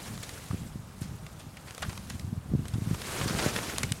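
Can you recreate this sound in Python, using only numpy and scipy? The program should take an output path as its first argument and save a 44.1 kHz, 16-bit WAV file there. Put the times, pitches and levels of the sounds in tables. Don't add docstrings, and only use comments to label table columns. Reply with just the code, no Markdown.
import sys
import numpy as np
from scipy import signal
from scipy.fft import rfft, irfft
from scipy.io import wavfile
from scipy.ndimage import uniform_filter1d

SR = 44100
rng = np.random.default_rng(int(sys.argv[2]) if len(sys.argv) > 2 else 0)


def unload_wav(signal):
    wavfile.write(
        sys.argv[1],
        SR,
        np.round(np.clip(np.atleast_2d(signal).T, -1, 1) * 32767).astype(np.int16),
    )


N = 176400


# time_s, relative_level_db, half_length_s
EDDY_HITS = [(0.506, -13, 0.004), (0.533, -19, 0.0018), (0.544, -18.5, 0.0016), (0.618, -24.5, 0.002),
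             (.757, -22.5, 0.002), (.794, -27, 0.0025), (1.017, -17, 0.0023), (1.111, -20, 0.0038),
             (1.467, -27.5, 0.0022), (2.151, -25, 0.0023), (2.245, -17, 0.0033), (2.328, -18.5, 0.0019),
             (2.375, -13.5, 0.0043), (2.537, -13, 0.0015), (2.551, -10.5, 0.0018), (2.593, -14, 0.0025),
             (2.738, -10.5, 0.0041), (2.756, -17, 0.0022), (2.783, -19, 0.0016), (2.82, -15, 0.0022),
             (2.873, -14, 0.0025), (2.912, -11, 0.002), (2.93, -16.5, 0.0035), (3.213, -17.5, 0.0026),
             (3.26, -15, 0.0017), (3.308, -17, 0.0019), (3.463, -12.5, 0.001), (3.84, -22, 0.0017),
             (3.916, -14, 0.0026)]

def wind_thumps(gain_db=2.4):
    return microphone(sum(amp(db + gain_db) * eddy(s, half_s) for s, db, half_s in EDDY_HITS))


def eddy(centre_s, half_s):
    distance = abs(np.arange(N) / SR - centre_s) / half_s
    return 1 / np.cosh(2 * np.minimum(distance, 20))


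def microphone(push, low_cut_hz=102.5, ring_hz=131, ring_q=2.2, ring_db=-18):
    thump = high_pass(push, low_cut_hz, order=4)
    return thump + amp(ring_db) * resonate(thump, ring_hz, ring_q)


# time_s, level_db
RUMBLE_FADER = [(0, -54), (.12, -37), (.25, -49.5), (.45, -46.5), (.68, -40), (.9, -49.5), (1.14, -40.5),
                (1.23, -46), (1.79, -50.5), (1.86, -34), (1.94, -44.5), (2.32, -39), (2.43, -46.5),
                (2.53, -30.5), (2.68, -41.5), (2.92, -36), (3.03, -46), (3.28, -33), (3.72, -44.5),
                (3.87, -36), (4, -43.5)]
# frequency_hz, gain_db
RUMBLE_EQ = [(20, -18), (70, 0), (120, 0), (200, -3.5), (300, -14), (500, -30.5), (3000, -76)]

def wind_rumble(lumps_db=2.5, lumps_hz=82):
    lumpy = unit(rng.standard_normal(N) * amp(lumps_db * wander(lumps_hz)))
    return colour(lumpy, RUMBLE_EQ) * amp(follow(RUMBLE_FADER, np.arange(N) / SR))


# time_s, level_db
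RUSTLE_FADER = [(0, -45.5), (.09, -44), (.19, -49), (.32, -45), (.41, -49), (.58, -50), (.78, -60),
                (1.12, -56), (1.55, -59), (1.87, -48.5), (2.03, -53), (2.15, -51), (2.4, -63), (2.62, -56),
                (2.98, -44.5), (3.12, -37), (3.36, -37), (3.45, -30.5), (3.51, -36.5), (3.6, -36.5),
                (3.8, -40.5), (4, -51)]
# frequency_hz, gain_db
RUSTLE_EQ = [(400, 0.5), (750, -6), (1400, -6.5), (4900, -13), (9000, -14.5), (11900, -19), (16000, -29.5)]

def leaf_rustle(ticks_db=-8.5, flicker_db=0.79, patch_db=1.5, pivot_hz=2900, pivot_db=-36):
    grain = rng.standard_normal(N) + amp(ticks_db) * leaf_ticks()
    grain = unit(high_pass(colour(grain, RUSTLE_EQ), hz=240, order=2))
    grain *= amp(flicker_db * wander(rate_hz=27))
    hz, t, bands = signal.stft(grain, SR, nperseg=256)
    level_db = follow(RUSTLE_FADER, t)
    patches = uniform_filter1d(rng.standard_normal(bands.shape), size=9, axis=0)
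    patches = unit(uniform_filter1d(patches, size=5, axis=1))
    octaves = np.log2(np.maximum(hz, 500) / pivot_hz)[:, None]
    tilt_db = -0.12 * octaves * (level_db - pivot_db)
    return signal.istft(bands * amp(level_db + tilt_db + patch_db * patches), SR, nperseg=256)[1][:N]


def leaf_ticks(per_s=1600, pitches=32, spread_db=3, decay_cycles=1.86):
    out, t = np.zeros(N), np.arange(512) / SR
    for hz in np.linspace(700, 14000, pitches):
        strength = amp(spread_db * np.minimum(rng.exponential(1, N), 5))
        touches = rng.random(N) < per_s / pitches / SR
        tick = np.sin(2 * np.pi * hz * t) * np.exp(-t * hz / decay_cycles)
        out += signal.oaconvolve(strength * touches * rng.choice([-1, 1], N), unit(tick))[:N]
    return unit(out)


# start_s, level_db, decay_s, tilt_db_per_octave
CRACKLE_HITS = [(.177, -34, 0.0009, 1), (0.227, -37, 0.013, 2.5), (0.2919, -34.5, 0.0024, 2.5),
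                (1.004, -46, 0.047, 4.5), (1.264, -39.5, 0.0039, 0.5), (1.385, -48.5, 0.03, 2),
                (1.569, -41.5, .006, 0.5), (1.666, -45.5, 0.031, -0.5), (1.708, -34, 0.0012, 1.5),
                (1.748, -38, 0.0015, 9), (1.779, -33.5, 0.0027, 0), (1.821, -33.5, 0.0036, 1),
                (1.849, -38.5, 0.005, -4.5), (1.893, -38, 0.0082, 0), (1.928, -39, 0.0038, 0.5),
                (1.975, -36, 0.004, 1.5), (2.097, -36, 0.0091, 2), (2.195, -37, 0.0025, 6.5),
                (2.653, -39.5, 0.0049, -1), (2.682, -37, 0.0026, 2.5), (2.736, -40.5, 0.0066, 1),
                (2.943, -35.5, 0.0052, -1), (3.017, -33, 0.0036, 0.5), (3.210, -30, 0.009, -2.5),
                (3.295, -32.5, 0.0056, -0.5), (3.381, -28, 0.017, -1), (3.424, -30.5, 0.0056, -2),
                (3.587, -27, 0.0031, -1.5)]

def leaf_crackles():
    out = np.zeros(N)
    for start_s, db, decay_s, tilt in CRACKLE_HITS:
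        add(out, start_s, fracture(db, decay_s, tilt))
    return out


# frequency_hz, gain_db
FRACTURE_EQ = [(100, -2), (400, -2), (1100, 1.5), (1800, 0.5), (3000, -3.5), (5500, -8.5), (9200, -11.5),
               (12000, -19.5), (16000, -41)]

def fracture(db, decay_s, tilt, colour_db=1.5, grain_db=4, brittle_hz=7250, size=8192):
    t, hz = np.arange(size) / SR, np.fft.rfftfreq(size, 1 / SR)
    own_db = colour_db * unit(uniform_filter1d(rng.standard_normal(len(hz)), size=130))
    tilt_db = tilt * np.log2(np.maximum(hz, 900) / 3000)
    spectrum = rfft(rng.standard_normal(size)) * amp(eq_db(FRACTURE_EQ, hz) + tilt_db + own_db)
    grain = amp(grain_db * wander(rate_hz=1150, n=size))
    envelope = rise_and_decay(t / decay_s)
    body = irfft(spectrum * (hz < brittle_hz)) * unit(envelope)
    edge = irfft(spectrum * (hz >= brittle_hz)) * unit(rise_and_decay(2 * t / decay_s))
    return amp(db) * unit((body + edge) * grain) * np.sqrt(np.mean(envelope ** 2))


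def rise_and_decay(age, rise=0.48):
    return np.minimum(age / rise, 1) * np.exp(-np.maximum(age - rise, 0))


# start_s, snap_level_db, decay_s, tilt_db_per_octave, pitch_hz
TWIG_HITS = [(0.5096, -36, 0.0027, -11.5, 1200), (1.8238, -29.5, 0.0078, -1.5, 1410),
             (3.277, -31.5, 0.007, 3.5, 4900), (3.561, -25, 0.0036, -1, 1730),
             (3.783, -19.5, 0.001, 2.5, 8900), (3.8313, -23, 0.0037, 3, 2250),
             (3.921, -20.5, 0.0013, 6, 2950)]

def twig_snaps(ring_q=9.4, ring_db=-5.5):
    out = np.zeros(N)
    for start_s, db, decay_s, tilt, pitch_hz in TWIG_HITS:
        snap = fracture(db, decay_s, tilt)
        ring = unit(resonate(snap, pitch_hz, ring_q))
        add(out, start_s, snap + amp(ring_db) * np.std(snap) * ring)
    return out


# frequency_hz, gain_db
HUSH_EQ = [(700, -7), (1250, -9), (2000, -18), (16000, -34)]

def outdoor_hush(level_db=-55):
    air = colour(rng.standard_normal(N), HUSH_EQ)
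    return amp(level_db) * unit(high_pass(air, hz=200, order=2))


def amp(db):
    return 10 ** (np.asarray(db) / 20)


def unit(x):
    return x / np.sqrt(np.mean(x ** 2) + 1e-20)


def eq_db(eq, hz):
    points_hz, db = np.transpose(eq)
    return np.interp(np.log(hz + 1), np.log(points_hz + 1), db)


def follow(fader, t):
    return np.interp(t, *np.transpose(fader))


def add(mix, start_s, sound):
    part = mix[max(round(start_s * SR), 0):][:len(sound)]
    part += sound[:len(part)]


def colour(x, eq):
    gain = amp(eq_db(eq, np.fft.rfftfreq(len(x), 1 / SR)))
    return unit(irfft(rfft(x) * gain, len(x)))


def high_pass(x, hz, order):
    return signal.sosfilt(signal.butter(order, hz, "high", fs=SR, output="sos"), x)


def resonate(x, hz, q):
    return signal.lfilter(*signal.iirpeak(hz, q, SR), x)


def wander(rate_hz, n=N):
    hz = np.fft.rfftfreq(n, 1 / SR)
    return unit(irfft(rfft(rng.standard_normal(n)) / (1 + (hz / rate_hz) ** 2), n))


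def scene():
    wind = wind_thumps() + wind_rumble()
    return (wind + leaf_rustle() + leaf_crackles() + twig_snaps() + outdoor_hush())[None]


def record(dry):
    high_cut = signal.firwin(401, 16000, window=("kaiser", 9), fs=SR)
    return signal.oaconvolve(dry, high_cut[None], "same")


dry = scene()
out = record(dry)
unload_wav(out)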